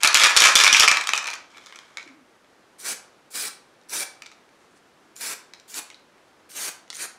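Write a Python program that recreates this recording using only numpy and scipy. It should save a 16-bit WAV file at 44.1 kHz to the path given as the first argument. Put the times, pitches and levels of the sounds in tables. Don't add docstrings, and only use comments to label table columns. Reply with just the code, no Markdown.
import sys
import numpy as np
from scipy import signal
from scipy.fft import rfft, irfft
from scipy.io import wavfile
from scipy.ndimage import uniform_filter1d, minimum_filter1d

SR = 44100
rng = np.random.default_rng(int(sys.argv[2]) if len(sys.argv) > 2 else 0)


def output_pcm(signal):
    pcm = np.clip(np.atleast_2d(signal).T, -1, 1) * 32767
    wavfile.write(sys.argv[1], SR, np.round(pcm).astype(np.int16))


def ratio(d):
    e = np.asarray(d, float) / 20
    return 10 ** e


N = 316682

# (frequency [Hz], density [dB per Hz])
FLOOR = [(25, -25), (110, -12.5), (190, -7), (340, -3), (500, -4.5), (900, -7.5), (1230, -8), (1500, -9),
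         (2700, -15.5), (6000, -22), (11000, -30), (15700, -44)]
# (time [s], level [dB])
RUSTLE = [(4.45, -92), (4.62, -73.5), (4.7, -77.5), (4.72, -69), (4.751, -74.5), (4.775, -63.5),
          (4.82, -84.5)]
# (frequency [Hz], t60 [s])
ROOM_DECAY = [(250, 0.11), (700, 0.73), (1800, 0.41), (4600, 0.39), (9000, 0.29), (15000, 0.21)]
# (delay [ms], level [dB])
EARLY = [(1.0, -24), (2.3, -18), (9.5, -14), (13.0, -16.5)]
# (time [s], pitch [Hz], level [dB])
GURGLE = [(2.054, 345, -66), (2.068, 325, -48), (2.088, 279.3, -66), (2.108, 265, -51), (2.135, 255, -59),
          (2.15, 320, -59), (2.165, 325, -58), (2.2, 268, -58), (2.245, 245.6, -63)]

# (start [s], leak length [s], leak level [dB], open length [s], open level [dB])
PUFFS = [(2.782, 0.0533, -41, 0.095, -28), (3.302, 0.031, -42.5, 0.15, -29),
         (3.885, 0.028, -37, 0.12, -27.5), (5.154, 0.041, -44, 0.14, -30.5),
         (5.677, 0.0573, -43, 0.0588, -30.5), (6.489, 0.054, -45, 0.149, -31),
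         (6.927, 0.048, -41, 0.081, -31.5)]
# (first delay [ms], level [dB], second delay [ms], level [dB], slide of the delays over the
BOUNCES = [(.65, -12, .542, -13, -.05), (.266, -10, .212, -9, -.04), (.206, -12, .548, -13, .1),
           (.398, -12, .518, -14, -.06), (.272, -12, 1.106, -14, .02), (.32, -11, .668, -13, -.02),
           (.452, -12, .668, -10, .02)]
# (wall ring [share], treble [dB], nozzle [Hz], mid swell [dB], lean over puff [dB])
GRIP = [(2.2, -6.5, 8700, 4, -1.5), (1.9, -4.5, 10000, 1.5, -2.5), (1.4, -6, 7300, 1.5, -2),
        (0.65, -5, 7500, 2.5, -0.5), (0.46, -4.5, 7500, 2, 2), (0.87, -4.5, 9200, 4, 1.5),
        (0.39, -9, 10300, 5, -1.5)]
# (frequency [Hz], density [dB per Hz])
JET = [(880, -66), (1500, -1.5), (1900, -15.5), (2640, -9), (2940, -7.5), (4420, 3.5), (4920, 3), (8570, 5),
       (14800, -1.5), (16000, -11)]
# (frequency [Hz], density [dB per Hz])
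PAINT = [(59, -53), (100, -11), (414, 2), (513, -1.5), (618, -2.5), (1130, 0.5), (1610, 5), (2190, 2),
         (2370, 3.5), (3270, -4), (4000, -1.5), (5200, -67), (8800, -120)]
PAINT_DB = [
    -1.5,
    -18.5,
    -7.5,
    -5,
    -9,
    -3.5,
    4,
    0,
]

# (frequency [Hz], density [dB per Hz])
STEEL = [(1650, -48.5), (2800, -3), (3480, -0.5), (3800, -1), (4870, -2.5), (5720, 0), (8670, -9),
         (9890, -14), (15000, -32.5), (16000, -38)]
# (frequency [Hz], level [dB], t60 [s])
SHELL = [(3217, -3, 0.0077), (5640, 1, 0.021), (8760, -0.5, 0.0063), (10200, -10, 0.0071)]
# (frequency [Hz], density [dB per Hz])
CONTACT = [(6000, -30), (9000, -4.5), (10600, -1), (12500, -9), (16000, -30)]
# (frequency [Hz], t60 [s])
BRIGHT_DECAY = [(1250, .025), (1600, .008), (2700, .008), (3150, .007), (3480, .018), (3800, .006),
                (5700, .006), (9000, .005)]
# (low edge, high edge [Hz])
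SNAP_HZ = [1100, 6500]
# (frequency [Hz], level [dB], t60 [s])
WALL = [(2318, -1, .04), (2375, -6, .022), (2420, 2, .042), (2455, -2, .03), (2532, -2, .034),
        (2206, -8, .025), (2260, -9, .018), (2590, -8, .02), (2633, -7, .028), (2090, -13, .018),
        (2790, -11, .018)]
# (frequency [Hz], level [dB], t60 [s])
BARREL = [(542.5, -12.5, 0.059), (1256, -7, 0.027), (1415, -7, .04), (1558, -5, .03), (1703, 3, 0.044),
          (2070, -4, 0.034), (2840, -1, .03), (3111, -6.5, 0.027), (3240, -2.5, .03), (3220, -1, 0.043),
          (3640, -2, 0.034), (3500, -4, 0.035)]
# (frequency [Hz], density [dB per Hz])
DOME = [(150, -35), (300, -18), (430, -15), (505, -14), (600, -10), (741, -6.5), (1230, 6.5), (1950, 2.5),
        (2730, -31.5), (4620, -120)]
# (time [s], pitch [share])
TILT = [(1.4, 1.0), (1.55, 0.95), (1.96, 0.93), (2.1, 0.92), (4.2, 0.99), (4.3, 0.97), (5.5, 0.97),
        (5.9, 0.93), (6.9, 0.86)]

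# (start [s], length [s], loudest at [share 0-1], level [dB], dome over chatter [dB])
STROKES = [(0.031, 0.094, 0.13, -26.5, 6), (0.142, 0.22, 0.49, -18.5, -2), (0.363, 0.19, 0.7, -19, -3),
           (0.554, 0.18, 0.35, -17.5, -1.5), (0.727, 0.14, 0.86, -20.5, -4.5),
           (0.881, 0.16, 0.22, -31, 7.5), (1.078, .325, 0.45, -53, 13), (1.498, 0.66, 0.35, -57.5, 1),
           (0.0, 0.051, 0.3, -39, 0.5)]
CHATTER_THUD_DB = [-7.5, 9]
# (time [s], crack [dB], relative wall ring [dB], bright ring [Hz], relative contact [dB])
SHAKING = [(0.026, -23, 1, 4103, -4), (0.0327, -0.5, -16, 5280, 9.5), (0.0381, -9, -7.5, 7600, 6),
           (0.046, -2, -3, 2860, 2), (0.0517, -7.5, -6, 3030, 13), (0.06, -14, -5.5, 3460, -5),
           (0.072, -11.5, -9, 7050, -2), (0.0741, -3.5, -13, 4490, 10), (0.1289, -15, -12.5, 1430, -6.5),
           (0.1436, 1.5, -18, 4760, 9), (0.1512, -6.5, 0.5, 2580, -6.5), (0.157, -5.5, -12.5, 3270, 2.5),
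           (0.1709, -3.5, -13, 2970, 6), (0.197, -6, -8, 3360, -1), (0.2351, -2.5, -9.5, 7260, 2),
           (0.241, -1.5, -8, 2745, -0.5), (0.2479, -6, -0.5, 3400, -3.5), (0.205, -8.5, -8, 3287, 1),
           (0.297, -14.5, -8, 3360, -0.5), (0.3644, -0.5, -12.5, 4300, 1), (0.3702, 0.5, -20.5, 7400, 7),
           (0.374, 3, -19.5, 4450, -1), (0.403, -1.5, -16.5, 5530, 3.5), (0.42, 1.5, -11, 3000, 1),
           (0.4389, -1, -5.5, 5400, 4.5), (0.4514, -4.5, -7, 5600, -0.5), (0.4565, -4, -4, 5150, 7),
           (0.4703, -6.5, -3, 7900, -2.5), (0.487, -12, -6, 5260, 6.5)]
# (time [s], crack [dB], relative wall ring [dB], bright ring [Hz], relative contact [dB])
SHAKING_ON = [(0.5534, 3.5, -21, 5850, 8.5), (0.558, 0, -20, 3390, 0), (0.566, -6, -20.5, 3540, 2),
              (0.5754, -7.5, -18.5, 6800, 2.5), (0.5893, -3.5, -19, 3520, 2.5), (0.601, -7, -17.5, 3480, 0),
              (0.612, -7.5, -16, 3450, -0.5), (0.637, -1.5, -11.5, 5600, -0.5),
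              (0.6444, -3.5, -8, 5850, 0.5), (0.6567, -7.5, -9.5, 5400, 4.5), (0.6648, -7, 0.5, 2850, 3),
              (0.6771, -2.5, -5, 3510, -2.5), (0.727, 6.5, -25, 5780, -1.5), (0.7463, -12, 12.5, 2550, -2),
              (0.7653, -12.5, -19, 7700, 4.5), (0.7679, -4.5, -25, 3000, -1), (0.7969, 4, -27, 5580, 7),
              (0.8051, -0.5, -11.5, 5400, 0), (0.812, -6.5, -11, 3520, -2), (0.826, -16, -16.5, 6950, -1.5),
              (0.8326, -7, -21, 3440, -2), (0.8365, -10.5, -11.5, 1240, -1), (0.848, -11, -14, 1220, 1.5),
              (0.8774, -3, 2.5, 2840, -5), (0.883, -1.5, -16.5, 5070, -9), (0.9136, -1.5, -6, 5470, -11)]
# (time [s], crack [dB], relative wall ring [dB], bright ring [Hz])
SLOWING = [(0.9704, -10, -5, 3100), (1.0105, -14, -7, 3700), (1.038, -20.5, -10, 3770),
           (1.071, -9, -19, 6870), (1.0903, -9, -6.5, 5750), (1.118, -32, -3, 5100),
           (1.134, -8.5, -2, 2900), (1.153, -18, -12, 4300), (1.16, -19, -24, 2980),
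           (1.163, -20, -17, 8400), (1.1766, -10.5, -15, 5600), (1.1827, -19, -5.5, 3630),
           (1.2274, -26.5, -3, 4300), (1.242, -22.5, -10, 5970), (1.257, -25, -3, 3630),
           (1.27, -18, -10, 6300), (1.2765, -19, -5.5, 6300), (1.285, -23.5, -4.5, 2970),
           (1.2937, -31, -11, 6200), (1.3015, -20.5, -12, 6050), (1.312, -26, -9, 4070),
           (1.332, -26, -1, 3440), (1.3372, -20.5, -14, 6200), (1.353, -28, -20, 3040)]
# (time [s], crack [dB], relative wall ring [dB], bright ring [Hz])
ROLLING = [(1.5457, -48, 0, 3300), (1.5682, -43.5, 2, 3330), (1.5716, -36, -9, 3100),
           (1.5805, -35, -3.5, 3370), (1.637, -45, -11, 3040), (1.6604, -30, -31, 5800),
           (1.6676, -34.5, -9, 3700), (1.696, -43, -3, 3900), (1.724, -34.5, -3.5, 2850),
           (1.7475, -42, 0, 3000), (1.7576, -29.5, -15, 6030), (1.7618, -36, -8, 3260),
           (1.7881, -31, -15, 3220), (1.9708, -22, -5, 3820), (1.982, -41, 11.5, 3050),
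           (1.9957, -41, 4, 3020), (2.0103, -42, 4, 2820), (2.0276, -35.5, -12, 4040),
           (2.0761, -42, 1, 5500), (2.088, -48, 0, 2920), (2.445, -53.5, -2.5, 3300)]
# (time [s], crack [dB], relative wall ring [dB], bright ring [Hz], its level [dB])
STRAYS = [(3.8132, -49, -12.5, 3900, 2.5), (3.8348, -48, -16.5, 4310, 0), (3.895, -40, -17.5, 5700, 16),
          (4.2203, -25.5, -6, 3600, -4.5), (4.26, -36, -9, 3640, 3), (4.2635, -30, -17, 4190, -14),
          (4.3155, -37.5, -5.5, 3760, 0), (4.3226, -46, -12, 3850, 6.0), (4.49, -51.5, -7, 1900, 0),
          (5.1636, -32, -24, 7140, 8), (5.2097, -24, -21, 7750, 4), (5.5357, -29, -10, 3935, -2.5),
          (5.598, -36, -26, 3750, -3.5), (5.742, -21.5, -30, 7000, 2), (5.901, -31, -10, 3830, -7),
          (5.9136, -42, -8, 2940, 7), (5.9442, -41.5, -22, 4030, 14), (5.9947, -51, -9, 4040, 2),
          (6.18, -53, -3.5, 1903, -0.5), (6.5, -42, -14, 4000, 6), (6.516, -42, -9, 2700, 3),
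          (6.878, -46, -11, 2900, 3), (6.9016, -21, -20, 4070, 4.5), (6.9067, -35.5, -14, 4440, 12),
          (6.9281, -30.5, -8, 9000, -3), (6.9474, -34, -30, 6350, 7), (6.9535, -29, -24, 6700, 7),
          (6.968, -30, -26, 9000, 11)]
STEEL_DB = [
    0.5,
    -0.5,
    -0.5,
    -2.5,
    -2,
]
THUD_DB = [
    -2.5,
    -3.5,
    -1,
    0.5,
    -5,
]
# (time [s], level [dB])
LURCH = [(0.05, -60), (0.15, -50.5), (0.244, -55.5), (0.367, -36), (0.453, -42.5), (0.556, -46),
         (0.73, -36.5), (0.806, -50), (0.88, -53.5)]


def evened(x):
    return x / np.sqrt(np.mean(x ** 2) + 1e-20)


def read(points, hz):
    f, value = np.transpose(points)
    return np.interp(np.log(hz + 1), np.log(f + 1), value)


def add(mix, s, sound):
    part = mix[round(s * SR):][:len(sound)]
    part += sound[:len(part)]


def noise(spectrum, count):
    hz = np.fft.rfftfreq(count, 1 / SR)
    bins = rfft(rng.standard_normal(count))
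    return evened(irfft(bins * ratio(read(spectrum, hz)), count))


def drift(count, span):
    return evened(uniform_filter1d(uniform_filter1d(rng.standard_normal(count), span), span))


def floor():
    s, db = np.transpose(RUSTLE)
    cloth_db = np.interp(np.arange(N) / SR, s, db, -120, -120) + 3.0 * drift(N, 60)
    cloth = ratio(cloth_db) * noise(JET[:-2] + [(13000, -14.5), (16000, -35.0)], N)
    hiss = ratio(-57.5 + 0.5 * drift(N, 1500)) * noise(FLOOR, N)
    return hiss + cloth


def room(x):
    tails, turn_s = 3, 0.05
    out = np.zeros(N)
    turn = np.pi * np.arange(N) / SR / turn_s / tails
    for k in range(tails):
        hz, t, z = signal.stft(rng.standard_normal(SR), SR, nperseg=256)
        decay = ratio(-60 * t / read(ROOM_DECAY, hz)[:, None])
        tail = signal.istft(z * decay, SR, nperseg=256)[1]
        tail *= np.clip((np.arange(len(tail)) / SR - 0.004) / 0.004, 0, 1)
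        feed = np.sqrt(2 / tails) * np.sin(turn + np.pi * k / tails)
        out += signal.fftconvolve(x * feed, tail / np.linalg.norm(tail))[:N]
    return out


def early(x):
    taps = np.zeros(1024)
    taps[0] = 1
    for ms, db in EARLY:
        taps[round(ms * SR / 1000)] = ratio(db)
    return signal.oaconvolve(x, taps / np.linalg.norm(taps))[:N]


def gurgle():
    s, hz, db = np.transpose(GURGLE)
    t = np.arange(s[0], s[-1], 1 / SR)
    throb = 1 + 0.3 * np.sin(2 * np.pi * 26 * (t - s[0]))
    tone = np.sin(2 * np.pi * np.cumsum(np.interp(t, s, hz)) / SR) * throb
    return s[0], np.sqrt(2) * ratio(np.interp(t, s, db)) * tone * signal.windows.tukey(len(t), 0.15)


def resonate(x, hz, width):
    turn = np.exp(2j * np.pi * np.cumsum(hz * np.ones(len(x))) / SR)
    r = np.exp(-np.pi * width / SR)
    return 2 * (turn * signal.lfilter([1 - r], [1, -r], x / turn + 1e-18)).real


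def valve(start, leak_s, leak_db, open_s, open_db, swell_db, lean_db):
    spit_s, opening_s, closing_s, dribble_s = 0.019, 0.022, 0.013, 0.015
    half_s = (open_s - opening_s) / 2
    s = start + np.cumsum([0, spit_s, leak_s - spit_s, opening_s, half_s, half_s, closing_s, dribble_s])
    ends_db = open_db - swell_db / 2
    levels_db = [-54, leak_db + 1, leak_db,
                 ends_db - lean_db / 2, open_db + swell_db / 2, ends_db + lean_db / 2,
                 open_db - 23.5, open_db - 49]
    return s, levels_db


def bounce(sound, paths, treble_db):
    near_ms, near_db, far_ms, far_db, sweep = paths
    hz, t, z = signal.stft(sound, SR, nperseg=512)
    delay_ms = np.r_[near_ms, far_ms, rng.uniform(0.9, 2.6, 4)]
    slide = 1 + sweep * (2 * t / t[-1] - 1)
    turns = delay_ms[:, None, None] * hz[:, None] * slide / 1000
    echo = np.tensordot(ratio([near_db, far_db] + 4 * [-17]), np.exp(-2j * np.pi * turns), 1)
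    comb = 1 + echo * np.clip(hz / 7000, 0, 1)[:, None]
    patches = evened(uniform_filter1d(uniform_filter1d(rng.standard_normal(z.shape), 6, 0), 5, 1))
    aim_db = treble_db * np.clip((hz - 9500) / 4000, 0, 1)[:, None] + 2.0 * patches
    return signal.istft(z * comb * ratio(aim_db), SR, nperseg=512)[1]


def puff(press, paths, grip):
    ring_share, treble_db, nozzle_hz, swell_db, lean_db = grip
    s, levels_db = valve(*press, swell_db, lean_db)
    t = np.arange(s[0], s[-1], 1 / SR)
    jet_db = np.interp(t, s, levels_db)
    paint_db = np.interp(t, s, PAINT_DB)
    rising_hz = nozzle_hz * (1 + 0.1 * ((t - s[0]) / (s[-1] - s[0]) - 0.5))
    jet = noise(JET, len(t))
    jet = evened(jet + 0.07 * resonate(jet, rising_hz, 900))
    roar = noise(PAINT, len(t))
    roar = evened(roar + ring_share * resonate(roar, 2310, 80) + 0.12 * resonate(roar, 1555, 90))
    sputter = ratio(1.06 * drift(len(t), 25) + 0.17 * drift(len(t), 250))
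    sound = sputter * ratio(jet_db - 2.5) * (jet + ratio(np.minimum(paint_db, 6)) * roar)
    return s[0], bounce(sound * signal.windows.tukey(len(t), 0.04), paths, treble_db)


def ring(modes, spread_db=5, detune=0.01, tune=1):
    t = np.arange(2048)[:, None] / SR
    hz, db, t60 = np.transpose(modes)
    share, off, phase = rng.standard_normal((3, len(hz)))
    level = ratio(db + spread_db * share - 60 * t / t60)
    wave = (level * np.sin(2 * np.pi * hz * (tune + detune * off) * t + phase)).sum(1)
    fade_in = np.minimum(t[:, 0] / 0.0002, 1)
    fade_out = np.minimum(t[::-1, 0] / 0.01, 1)
    return wave / abs(wave).max() * fade_in * fade_out


def thud():
    t = np.arange(2048) / SR
    return noise(DOME, 2048) * ratio(-60 * t / 0.028) * np.minimum(t / 0.00046, 1)


def crack(steel_db, tick_db, bright_hz, bright_db):
    t = np.arange(2048) / SR
    steel = noise(STEEL, 2048) * ratio(-60 * t / 0.013) + 0.21 * ring(SHELL, detune=0.25)
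    bright_level = 1.28 * ratio(bright_db - 60 * t / read(BRIGHT_DECAY, bright_hz))
    bright = bright_level * np.sin(2 * np.pi * bright_hz * t)
    tick = ratio(tick_db - 60 * t / 0.0078) * noise(CONTACT, 2048)
    snap_band = signal.butter(2, SNAP_HZ, "band", fs=SR, output="sos")
    snap = signal.sosfilt(snap_band, t == t[4])
    steel = steel + ratio(-10.0) * snap / abs(snap).max()
    onset = (1 - np.exp(-t / 0.00008)) ** 2
    return onset * (ratio(steel_db) * steel + bright + tick)


def rattle():
    out = np.zeros(N)
    gather_db, scatter_db = -4.5, -16
    for start, length, top, db, dome_db in STROKES:
        t = np.arange(0, length, 1 / SR) / length
        top = np.clip(top, 0.01, 0.99)
        level_db = db + np.interp(t, [0, top, 1], [gather_db * np.sqrt(top), 0, scatter_db])
        thud_db = np.interp(t, [0, 1], CHATTER_THUD_DB) + dome_db
        hit = rng.random(len(t)) < 1200 / SR
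        size = ratio(4.2 * np.minimum(rng.exponential(1, len(t)), 3)) * hit
        spot = rng.integers(0, 16, len(t))
        tune = np.interp(start + length / 2, *np.transpose(TILT))
        parts = np.zeros((4, len(t)))
        for k in range(16):
            shapes = [crack(0, -17.5, rng.uniform(2100, 7100), -0.91),
                      ring(WALL, 3.0, 0.0028, tune),
                      ring(BARREL, 7, detune=0.0071),
                      thud()]
            hits = (size * (spot == k))[None]
            parts += signal.oaconvolve(hits, np.array(shapes), axes=1)[:, :len(t)]
        steel, wall, side, dome = (evened(p) for p in parts)
        chatter = steel + ratio(-3) * wall + ratio(-4) * side + ratio(thud_db - 0.5) * dome
        add(out, start, signal.windows.tukey(len(t), 0.015) * ratio(level_db - 1.5) * chatter)
    return out


def strikes():
    out = np.zeros(N)
    tables = (SHAKING, SHAKING_ON, SLOWING, ROLLING, STRAYS)
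    for table, steel_db, thud_db in zip(tables, STEEL_DB, THUD_DB):
        for s, db, ring_db, hz, *more in table:
            more_db = sum(more)
            contact_db, bright_db = (0, more_db) if table is STRAYS else (more_db, 0)
            tune = np.interp(s, *np.transpose(TILT))
            tick_db = -16.0 + 0.2 * max(db, -30) + contact_db
            wall_db = ring_db + 3
            blunt_db = 0.51 * wall_db
            body = (ratio(wall_db + 6.0) * ring(WALL, 3.5, 0.004, tune)
                    + ratio(blunt_db + thud_db - 3.5) * thud()
                    + ratio(blunt_db - 16.5) * ring(BARREL, detune=0.008))
            knock = crack(steel_db, tick_db, hz, bright_db) + body
            add(out, s + 0.0006, ratio(db - 4) * knock)
    return out


def lurch():
    out = np.zeros(N)
    u = np.arange(1024) / SR / 0.0007
    for s, db in LURCH:
        add(out, s, ratio(db + 9.0) * u ** 2 * np.exp(-u))
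    return out


def scene():
    can_cut = signal.butter(2, 222, "high", fs=SR, output="sos")
    can = signal.sosfilt(can_cut, strikes() + rattle())
    spray = np.zeros(N)
    for row in zip(PUFFS, BOUNCES, GRIP):
        add(spray, *puff(*row))
    add(spray, *gurgle())
    dull_can = signal.lfilter(*signal.butter(2, 10500, fs=SR), can)
    near = early(can) + spray + room(ratio(-7.5) * dull_can + ratio(-8.0) * spray)
    bass_cut = signal.butter(3, 150, "high", fs=SR, output="sos")
    return (signal.sosfilt(bass_cut, near) + floor())[None]


def band_limit(x):
    return signal.sosfilt(signal.butter(12, 16420, fs=SR, output="sos"), x)


def record(dry):
    edge = signal.firwin(1501, 15780, window=("kaiser", 9), fs=SR)
    headroom = np.minimum(0.97 / (abs(dry) + 1e-9), 1)
    squeeze = uniform_filter1d(minimum_filter1d(headroom, size=13), size=11)
    limited = signal.oaconvolve(dry * squeeze + lurch(), edge[None], "same")
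    return band_limit(limited)


dry = scene()
out = record(dry)
output_pcm(out)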